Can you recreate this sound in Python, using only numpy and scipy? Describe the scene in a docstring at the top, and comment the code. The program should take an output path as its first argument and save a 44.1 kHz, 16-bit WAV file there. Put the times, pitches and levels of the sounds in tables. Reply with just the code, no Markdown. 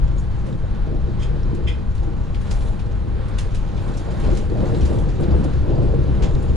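"""Inside an electric passenger train at speed. The track shakes the car body into a rumble, the sleepers
beat out a boom, and the wheels roar in swells that grow on the rougher track near a level crossing.
Ventilation and electrical equipment hum steadily. Close by, something like a plastic bag rustles,
crinkles as its folds give way and scuffs against itself; loose fittings tick. The wheels knock on
flaws in the rail and squeal faintly near the end."""
import sys
import numpy as np
from scipy import signal
from scipy.fft import rfft, irfft, next_fast_len
from scipy.io import wavfile
from scipy.ndimage import uniform_filter1d, map_coordinates

SR = 44100
rng = np.random.default_rng(int(sys.argv[2]) if len(sys.argv) > 2 else 0)


def wav_record(signal):
    """Record a signal, one row per channel, as 16-bit PCM in the file named by sys.argv[1]."""
    frames = np.transpose(np.atleast_2d(signal))
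    bounded = np.clip(frames, -1, 1)
    # unit amplitude maps onto the largest positive 16-bit level
    quanta = np.round(bounded * 32767).astype(np.int16)
    wavfile.write(sys.argv[1], SR, quanta)


N = 289283

# The stereo image. Each row: frequency in Hz, then the value noted alongside.
STEREO_LIKENESS = [(20, .99), (190, .98), (300, .87), (520, .83), (680, .6), (1400, .62), (2200, .45),
                   (4000, .6), (6700, .72), (8500, .56)]  # how alike left and right are, 0 to 1
STEREO_LEAD = [(15, .3), (60, .88), (100, 1.22), (170, 1.46), (350, 1.25), (1000, 1.2), (1400, .7),
               (1900, .1), (3500, 0)]  # lead of the left side in radians
STEREO_BALANCE = [(60, 3), (110, 1.5), (190, 0.9), (340, 0.5), (600, -0.5), (1060, -2), (1880, -1.5),
                  (3330, -1), (5910, -2), (10500, -1.5)]  # left minus right in dB

# Where each part rings. Each row: pitch in Hz, width in Hz, relative strength in dB.
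BODY_MODES = [(14, 20.5, -5), (28, 5.6, -28), (37.7, 11, -4), (54.3, 4.5, -7)]
FLOOR_MODES = [(77, 26, -5), (101.4, 14, -2), (117.7, 8.9, 2), (138.3, 4.9, -4.5), (145, 20, -5),
               (168, 36, -6), (201.6, 52, -9)]
WHEEL_MODES = [(295, 20, -1), (344, 20, 3), (408, 22, -4), (460, 28, 0), (498, 28, -6), (555, 34, -6),
               (612, 44, -8), (760, 200, -16)]
RAIL_MODES = [(597, 260, 0), (818, 74, 4), (1020, 150, 0), (1380, 410, -6.5)]
PANEL_MODES = [(95.6, 17, 4), (122, 26, -20)]
HOWL_MODES = [(458, 28, 1), (593, 36, -0.52), (590, 21, -0.85), (705, 36, -1.7), (810, 37, 0.33),
              (900, 88, -1)]
PLASTIC_MODES = [(2050, 170, -.3), (2520, 220, 1.3), (3160, 180, 2.3), (3420, 220, -2.2), (5060, 340, -5.2),
                 (6720, 450, -8.3), (8300, 650, -11.5)]  # applied twice, for sharper peaks

# The broad colour of each layer. Each row: frequency in Hz, relative gain in dB.
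BODY_EQ = [(5, -9), (14, 1), (62, 5), (85, -37), (150, -11), (400, -73)]
FLOOR_EQ = [(50, -40), (74, -1), (210, -1), (260, -4.5), (500, -11.5), (1500, -46)]
WHEEL_EQ = [(120, -22), (260, 6), (500, 1), (900, -8), (1500, -41), (2500, -4), (5000, -4.5), (11000, -47)]
RAIL_EQ = [(350, 8), (650, -0.5), (1600, -2), (3000, -4.5), (8000, -32)]
PANEL_EQ = [(55, -32), (90, 6.5), (130, -13), (220, -43)]
AIR_EQ = [(100, 8.5), (250, 5.5), (500, 8), (700, -2), (1000, 1), (1500, -0.5), (2100, -8), (3000, -12.5),
          (4000, -11.5), (5000, -19.5), (7000, -35.5), (8500, -29.5), (11000, -30.5)]
RUSTLE_EQ = [(800, 5), (2000, 6.5), (4000, 6), (5200, -0.5), (7000, 1), (8500, -12), (11000, -14)]
CRACKLE_EQ = [(600, -20), (1100, -2), (1700, 7), (2400, 10), (4200, 5.5), (6000, -3), (9000, -29)]
FIZZ_EQ = [(3000, -6.5), (5000, 4.5), (6900, 6.5), (8500, -8), (11000, -10)]
SIZZLE_EQ = [(5500, -22), (7600, 2.5), (8400, 1), (9200, -0.5), (10200, 2.5), (11000, -4), (12500, -40)]
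HOWL_EQ = [(330, -28), (480, 0), (620, -0.5), (720, -2), (870, -10), (1100, -9), (2000, -56)]
THUD_EQ = [(180, -16), (350, 4.5), (600, 4), (900, -8.5), (1400, -14), (3000, -43.5)]
RASP_EQ = [(700, -12), (1500, 4), (3000, 2), (4000, 0), (5000, -3.5), (6000, -1.5), (7000, -4), (8000, -11),
           (9000, -18), (12000, -21)]

# Slow sway of the car body. Each row: time in seconds, rumble level in dB.
BODY_SWAY = [(0, -14.5), (.25, -24), (.5, -22.5), (1.65, -22), (2.55, -21), (2.75, -22), (3.2, -25.5),
             (3.45, -20.5), (3.7, -25), (4.08, -23.5), (4.3, -20.5), (4.85, -24), (5.1, -21), (6.56, -20.5)]
# The track, rougher towards the crossing. Each row: time in seconds, roughness in dB.
TRACK_ROUGHNESS = [(0, 1), (1.1, -1.5), (1.5, 1.5), (1.85, -1), (2.7, 1), (3.6, 1.5), (4.1, -1),
                   (4.48, 4.5), (4.6, 8), (5.45, 5.5), (5.58, 4.5), (5.75, 7), (6.56, 6)]
# How each part answers the track. 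Each pair: level on plain track in dB, dB gained per dB of roughness.
FLOOR_DRIVE = (-30.5, 0.84)
WHEEL_DRIVE = (-44.5, 1.86)
RAIL_DRIVE = (-46, 0.4)
# Worn rail. Each row: start and length in seconds, then wheel roar, wheel howl and rail ring in dB.
WORN_STRETCHES = [(0.481, 0.066, -36.5, -63, -54), (0.883, 0.08, -35, -45.5, -61),
                  (1.085, 0.026, -36.5, -48, -58), (1.303, .034, -39, -59, -65),
                  (1.47, 0.2, -37.5, -75, -67), (2.022, 0.16, -41, -58, -63),
                  (2.458, 0.26, -54, -47, -46.5), (3.738, 0.29, -39.5, -44.5, -52),
                  (4.083, 0.12, -40, -42, -46), (4.26, 0.087, -31, -41.5, -40.5),
                  (4.568, 0.18, -33, -38, -45.5), (4.892, 0.1, -33.5, -39, -45),
                  (5.21, 0.23, -29.5, -42, -44.5), (5.715, 0.16, -30, -37.5, -53),
                  (6.22, 0.069, -32, -41, -44)]
# The bed of the sleeper boom. 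Each row: time in seconds, fundamental in dB before trim, octave in dB.
BOOM_LEVELS = [(0, -22, -27.5), (.9, -36, -37.5), (1.15, -26.5, -26.5), (2, -28.5, -62), (3.2, -31, -54),
               (3.75, -34, -53), (4.3, -28.5, -38.5), (5, -29, -33), (5.5, -23.5, -35), (5.8, -25.5, -25),
               (6.1, -21, -23), (6.3, -27.5, -34.5), (6.56, -18.5, -55)]
# Bumps that swell the boom. Each row: time in seconds, peak in dB before trim.
BUMPS = [(1.04, -20.5), (1.68, -16.5), (1.96, -31), (3.17, -20), (4.3, -18), (4.85, -13.5), (5.34, -11),
         (5.6, -17), (5.95, -17.5), (6.13, -19.5), (6.35, -20)]
# The beat settles near the crossing. Each row: time in seconds, waver as a share of the beat's rate.
BEAT_WAVER = [(3.9, .07), (4.6, .008)]
# Fan and electrical tones. Each row: pitch in Hz, level in dB.
HUM_TONES = [(344, -53), (802, -59.5), (1099, -64.5), (2520, -73), (3151, -73), (5820, -84)]
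# Handling of the bag. Each row: time in seconds, rustle in dB before trim, sizzle in dB.
BAG_HANDLING = [(0, -58, -76), (.6, -60, -76), (1, -61, -84), (1.9, -60.5, -78), (2.35, -58, -74.5),
                (2.48, -52.5, -67), (2.66, -53, -59), (2.8, -59.5, -73), (3.25, -61, -75), (3.47, -54, -82),
                (3.7, -55.5, -77), (3.88, -53, -63.5), (4.05, -56, -72), (4.33, -48.5, -63),
                (4.52, -57, -70), (4.72, -49, -63), (5, -54.5, -60.5), (5.1, -53.5, -75),
                (5.85, -57.5, -72), (6.5, -54.5, -69)]
# Folds giving way. Each row: start in seconds, crackle (before trim), fizz and sizzle in dB,
# 60 dB decay time in seconds.
CRINKLES = [(.194, -72, -58, -65, 0.23), (.464, -52, -61, -68, 0.37), (1.547, -54, -56.5, -66, 0.14),
            (1.68, -45, -61, -63, 0.23), (1.949, -52, -62, -67, 0.32), (2.029, -55, -63, -77, .2),
            (2.344, -40, -64, -67, 0.13), (2.409, -54, -60, -65, .16), (2.509, -38.5, -43.5, -54, 0.2),
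            (2.793, -45, -63, -74, 0.23), (3.282, -56.5, -60, -65, 0.13), (3.384, -34.5, -44.5, -49, 0.25),
            (3.546, -42, -51, -56, 0.22), (3.771, -43.5, -65, -82, 0.41), (3.971, -50, -47.5, -58.5, 0.21),
            (4.109, -48, -66, -69, 0.22), (4.198, -48, -54, -61, 0.074), (4.242, -50, -60, -68, .23),
            (4.348, -47, -55, -61, 0.14), (4.37, -44, -46.5, -58, 0.16), (4.808, -45.5, -54, -82, 0.22),
            (4.854, -44, -48, -64, 0.25), (4.985, -54, -56, -68, .12), (5.088, -45, -58, -81, 0.21),
            (5.203, -64, -65, -58.5, 0.18), (5.438, -48, -52, -55, 0.092), (5.53, -46, -61, -82, 0.31),
            (6.423, -61, -59, -62, 0.1)]
# Loose fittings. Each row: start in seconds, level in dB, pitch in Hz, 60 dB decay time in seconds.
FITTING_TICKS = [(.183, -47, 6900, .09), (.528, -48, 3800, .045), (1.432, -51, 5330, .07),
                 (1.98, -51, 4200, .066), (4.747, -44.5, 4030, .09), (4.812, -49, 5650, .07),
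                 (4.815, -46, 3020, .1), (4.986, -49.5, 3380, .15), (5.24, -41.5, 3740, .04),
                 (5.313, -48.5, 4600, .05), (5.757, -50, 4770, .035), (6.352, -40.5, 3870, .028)]
# Rail flaws. Each row: start in seconds, ring level in dB, pitch in Hz, 60 dB decay time in seconds.
WHEEL_KNOCKS = [(.639, -32, 573, .09), (.874, -29.5, 347, .14), (.915, -31, 450, .12),
                (.958, -31, 339, .12), (1.534, -24.5, 334, .11), (2.03, -39, 800, .16),
                (2.076, -29.5, 340, .22), (4.198, -32, 347, .08), (4.29, -27, 520, .16),
                (4.519, -25.5, 347, .17), (4.555, -33.5, 640, .12), (4.637, -23.5, 528, .1),
                (4.765, -26, 350, .12), (5.02, -26, 330, .1), (5.197, -26, 347, .12), (5.453, -28, 450, .1),
                (5.677, -28, 363, .1), (5.782, -22, 331, .1), (5.939, -22.5, 466, .16),
                (6.358, -16.5, 128, .18)]
# Plastic sliding on plastic. 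Each row: peak time in seconds, ring and rasp in dB,
# rise and 60 dB decay time in seconds, tilt of the ring in dB per octave.
SCUFFS = [(1.197, -52, -51, .003, .2, 6), (1.235, -42, -48.5, .02, .19, 5.5),
          (1.682, -32.5, -52, .01, .25, -3.5), (6.225, -46, -37.2, .003, .15, 4),
          (6.238, -46, -42.5, .003, .17, 4)]
# Faint wheel squeals. Each row: start and length in seconds, level in dB, pitch in Hz.
SQUEALS = [(5.36, .05, -66, 8500), (5.83, .03, -68, 8400), (6.31, 0.22, -66, 6900)]

SIDES = np.array([[.5], [-.5]])  # splits a difference between left and right
SLEEPER_HZ = 67.27  # sleepers passed in a second
BOOM_TRIM_DB, RUSTLE_TRIM_DB, CRACKLE_TRIM_DB = -1.5, 2.0, -6.0
PANEL_DB, AIR_DB = -32.5, -45.0
FLOOR_OVER_ROAR_DB = 4  # on worn rail
SNAP_DB, THUD_DB = -5.5, -8  # attack of a tick and of a knock, relative to its ring
TICK_WIDTH_HZ, TOP_HZ = 560, 11090


def amp(db):
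    """Decibels to gain."""
    return 10 ** (np.asarray(db) / 20)


def unit(x):
    """Scale to rms 1."""
    return x / np.sqrt(np.mean(x ** 2) + 1e-20)


def along(points, hz):
    """Read (Hz, value) points on a log frequency axis."""
    f, v = np.transpose(points)
    return np.interp(np.log(hz + 1), np.log(f + 1), v)


def clock():
    """Time of each sample in seconds."""
    return np.arange(N) / SR


def curve(rows, column=1):
    """An automation lane: one column of timed rows, as a value per sample."""
    columns = np.transpose(rows)
    return np.interp(clock(), columns[0], columns[column])


def wobble(rate):
    """A smooth random curve, rate knots a second."""
    knots = rng.standard_normal(int(N * rate / SR) + 4)
    return map_coordinates(knots, [np.arange(N) * rate / SR])


def burst(s, rise, t60):
    """An envelope that swells up to time s and then dies away."""
    envelope = np.zeros(N)
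    first, last = np.clip([int((s - 4 * rise) * SR), int((s + 2 * t60) * SR)], 0, N)
    t = np.arange(first, last) / SR - s
    envelope[first:last] = np.exp(-(np.minimum(t, 0) / rise) ** 2) * amp(-60 * np.maximum(t, 0) / t60)
    return envelope


def stretch(s, length, rise, fall):
    """An envelope that swells up to time s, holds and fades."""
    t = clock() - s
    return np.exp(-(np.minimum(t, 0) / rise) ** 2 - np.maximum(t - length, 0) / fall)


def filtered(x, response):
    """Filter x by a gain given as a function of frequency."""
    size = next_fast_len(N + SR // 2)
    return irfft(rfft(x, size) * response(np.fft.rfftfreq(size, 1 / SR)), size)[..., :N]


def resonances(modes, f):
    """Gain of a set of overlapping modes, summed in power."""
    gains = (amp(db) * f * width / (hz * hz - f * f + 1j * f * width) for hz, width, db in modes)
    return np.sqrt(sum(np.abs(gain) ** 2 for gain in gains))


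def eq(points):
    """An EQ curve as a gain function of frequency."""
    return lambda hz: amp(along(points, hz))


def in_stereo(pair, colour):
    """Blend two unrelated signals into one coloured stereo sound whose mid has rms 1."""
    size = next_fast_len(N + SR // 2, real=True)
    hz = np.fft.rfftfreq(size, 1 / SR)
    spread = np.arccos(np.clip(along(STEREO_LIKENESS, hz), 0, 1)) / 2
    shared, apart = rfft(pair, size) * colour(hz) * np.array([np.cos(spread), np.sin(spread)])
    pan = amp(along(STEREO_BALANCE, hz) / 2) * np.exp(.5j * along(STEREO_LEAD, hz))
    ears = irfft(np.array([(shared + apart) * pan, (shared - apart) / pan]), size)[:, :N]
    return ears / np.std(ears.mean(axis=0))


def shaken(modes, points):
    """A structure shaken at random rings in its modes, under a broad EQ."""
    return in_stereo(rng.standard_normal((2, N)), lambda hz: resonances(modes, hz) * eq(points)(hz))


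def steadied(x, span):
    """Even out the chance swells that last longer than span seconds."""
    power = np.mean(x, axis=0) ** 2
    for _ in range(2):
        power = uniform_filter1d(power, int(span * SR))
    return x / np.sqrt(np.abs(power) + 1e-6)


def tone(hz, blur, rate):
    """A stereo sine whose phase wanders by blur radians, rate times a second."""
    phase = 2 * np.pi * (hz * clock() + rng.random()) + blur * wobble(rate)
    pan = amp(SIDES * along(STEREO_BALANCE, hz))
    return np.sqrt(2) * pan * np.sin(phase + SIDES * along(STEREO_LEAD, hz))


def body_rumble():
    """The shaken car body rumbles in its lowest modes, rising and falling as it sways."""
    return amp(curve(BODY_SWAY)) * steadied(shaken(BODY_MODES, BODY_EQ), span=1.0)


def track_drive(plain_db, growth, worn):
    """How hard the track shakes a part: roughness and worn stretches add in power."""
    return np.hypot(amp(plain_db + growth * curve(TRACK_ROUGHNESS)), worn)


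def rolling_roar():
    """The track drums the floor and makes wheels and rails roar; worn rail adds surges and a howl."""
    roar, howl, ring = sum(np.outer(amp(levels_db), stretch(s, length, rise=.021, fall=.056))
                           for s, length, *levels_db in WORN_STRETCHES)
    floor = steadied(shaken(FLOOR_MODES, FLOOR_EQ), span=.15)
    floor *= track_drive(*FLOOR_DRIVE, amp(FLOOR_OVER_ROAR_DB) * roar)
    wheels = amp(1.9 * wobble(30)) * steadied(shaken(WHEEL_MODES, WHEEL_EQ), span=.051)
    wheels *= track_drive(*WHEEL_DRIVE, roar)
    rails = amp(1.1 * wobble(23.885)) * shaken(RAIL_MODES, RAIL_EQ)
    rails *= track_drive(*RAIL_DRIVE, ring)
    howling = howl * steadied(shaken(HOWL_MODES, HOWL_EQ), span=.096)
    return floor + wheels + rails + howling


def panel_drone():
    """A wall panel drones evenly, whatever the track."""
    return amp(PANEL_DB) * steadied(shaken(PANEL_MODES, PANEL_EQ), span=.38)


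def sleeper_boom():
    """The beat of the sleepers booms in the cabin together with its octave; bumps make it swell."""
    phase = 2 * np.pi * np.cumsum(SLEEPER_HZ * (1 + curve(BEAT_WAVER) * wobble(20))) / SR
    swells = sum(amp(db) * burst(s, rise=.055, t60=.38) for s, db in BUMPS)
    fundamental = amp(BOOM_TRIM_DB) * np.hypot(amp(curve(BOOM_LEVELS)), swells)
    octave = amp(curve(BOOM_LEVELS, column=2))
    sound = np.zeros((2, N))
    for order, level in enumerate([fundamental, octave], 1):
        hz = SLEEPER_HZ * order
        swing = np.sqrt(2) * level * amp(1.1 * wobble(11) + SIDES * along(STEREO_BALANCE, hz))
        sound += swing * np.sin(order * phase + .12 * wobble(25) + SIDES * along(STEREO_LEAD, hz))
    return sound


def ventilation():
    """A bed of moving air, with the slightly unsteady tones of fans and converters."""
    air = in_stereo(rng.standard_normal((2, N)), eq(AIR_EQ))
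    hum = np.zeros((2, N))
    for hz, db in HUM_TONES:
        phase = 2 * np.pi * np.cumsum(hz * (1 + .00308 * wobble(30))) / SR
        drift_db = .7 * wobble(4.35) + 1.4 * np.array([wobble(2.57), wobble(2.5)])
        hum += np.sqrt(2) * amp(db + drift_db) * np.sin(phase + SIDES * along(STEREO_LEAD, hz))
    return amp(AIR_DB + 2.2 * wobble(5.2)) * air + hum


def crackling(rate, spread_db, t60, wet):
    """Tiny snaps of uneven size, rate a second, each followed by the cabin's short, diffuse answer."""
    sizes = amp(spread_db * np.minimum(rng.exponential(size=N), 4)) * rng.choice([-1, 1], N)
    snaps = sizes * (rng.random(N) < rate / SR)
    decay = amp(-60 * np.arange(SR // 8) / SR / t60)
    echo_power = np.abs(signal.fftconvolve(snaps ** 2, decay ** 2)[:N])
    answer = unit(np.sqrt(echo_power) * rng.standard_normal((2, N)))
    return np.array([unit(unit(snaps) + wet * answer[0]), answer[1]])


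def flexing_plastic(points, rate, spread_db, t60=.08, wet=.8, patch_db=1.8):
    """A texture of snaps in which every flexing fold favours pitches of its own for a moment."""
    spectra = signal.stft(crackling(rate, spread_db, t60, wet), nperseg=256)[2]
    patches = uniform_filter1d(rng.standard_normal(spectra.shape[1:]), size=3, axis=0)  # across pitch
    patches = uniform_filter1d(patches, size=9, axis=1)  # across time
    snaps = signal.istft(spectra * amp(patch_db * unit(patches)), nperseg=256)[1][:, :N]
    return in_stereo(snaps, eq(points))


def bag():
    """Thin plastic rustles as it is moved; folds give way in short showers of snaps."""
    rustle = flexing_plastic(RUSTLE_EQ, rate=700, spread_db=3.3, t60=.14, wet=1.7)
    crackle = steadied(flexing_plastic(CRACKLE_EQ, rate=3000, spread_db=3.5), span=.012)
    fizz = steadied(flexing_plastic(FIZZ_EQ, rate=2000, spread_db=4), span=.012)
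    sizzle = steadied(flexing_plastic(SIZZLE_EQ, rate=1500, spread_db=4), span=.02)
    sound = amp(curve(BAG_HANDLING) + RUSTLE_TRIM_DB + .28 * wobble(21.66)) * rustle
    sound += amp(curve(BAG_HANDLING, column=2)) * sizzle
    for s, crackle_db, fizz_db, sizzle_db, t60 in CRINKLES:
        shower = burst(s + .004, rise=.025 * t60, t60=t60)  # short showers start more abruptly
        attack = .7 * burst(s + .004, rise=.002, t60=.06)  # the first snaps are the hardest
        snaps = amp(crackle_db + CRACKLE_TRIM_DB) * crackle + amp(fizz_db) * fizz
        sound += (shower + attack) * (snaps + amp(sizzle_db) * sizzle)
    return sound


def fitting_ticks():
    """Each loose fitting taps once, with a tiny snap, and rings very briefly around its own pitch."""
    sound = np.zeros(N)
    size = SR // 7
    f = np.fft.rfftfreq(size, 1 / SR)
    bright = unit(filtered(rng.standard_normal(N), lambda hz: resonances([(5000, 3500, 0)], hz) ** 2))
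    for s, db, hz, t60 in FITTING_TICKS:
        band = resonances([(hz, TICK_WIDTH_HZ, 0)], f) ** 2
        narrow = irfft(rfft(rng.standard_normal(size)) * band, size)
        ring = np.resize(unit(np.cos(np.angle(signal.hilbert(narrow)))), N)  # phase only: an even level
        snap = amp(SNAP_DB) * burst(s, rise=.0005, t60=.015) * bright
        sound += amp(db) * (burst(s, rise=.0008, t60=t60) * ring + snap)
    return sound


def wheel_knocks():
    """Each flaw in the rail strikes a wheel with a dull thud; one resonance of the car answers."""
    thud = steadied(in_stereo(rng.standard_normal((2, N)), eq(THUD_EQ)), span=.01)
    sound = np.zeros((2, N))
    for s, db, hz, t60 in WHEEL_KNOCKS:
        blow = amp(THUD_DB) * burst(s, rise=.001, t60=.045) * min(hz / 350, 1)  # softer on deep knocks
        ring = burst(s, rise=.84 / hz, t60=t60) * tone(hz, blur=.78, rate=hz / 4)
        sound += amp(db) * (blow * thud + ring)
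    return sound


def bag_scuffs():
    """Brief, catching slides rasp broadly and excite the resonances of stiffer plastic."""
    rasp_catches, ring_catches = (crackling(rate=1400, spread_db=2, t60=.077, wet=.7) for _ in range(2))
    rasp = steadied(in_stereo(rasp_catches, eq(RASP_EQ)), span=.008)
    sound = np.zeros((2, N))
    for s, ring_db, rasp_db, rise, t60, tilt_db in SCUFFS:
        colour = lambda hz: resonances(PLASTIC_MODES, hz) ** 2 * amp(tilt_db * np.log2((hz + 1) / 3000))
        ring = steadied(in_stereo(ring_catches, colour), span=.012)
        sound += burst(s, rise, t60) * (amp(ring_db) * ring + amp(rasp_db) * rasp)
    return sound


def wheel_squeals():
    """Thin, rough whistles, perhaps from the wheel flanges."""
    return sum(amp(db) * stretch(s, length, rise=.01, fall=.012) * tone(hz, blur=1.5, rate=800)
               for s, length, db, hz in SQUEALS)


def scene():
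    """The mix at a window seat: the train's bed, with the details on top."""
    bed = body_rumble() + rolling_roar() + panel_drone() + sleeper_boom() + ventilation()
    return bed + bag() + fitting_ticks() + wheel_knocks() + bag_scuffs() + wheel_squeals()


def record(dry):
    """A brick-wall low-pass takes off the highest treble."""
    return filtered(dry, lambda hz: hz < TOP_HZ)


dry = scene()
out = record(dry)
wav_record(out)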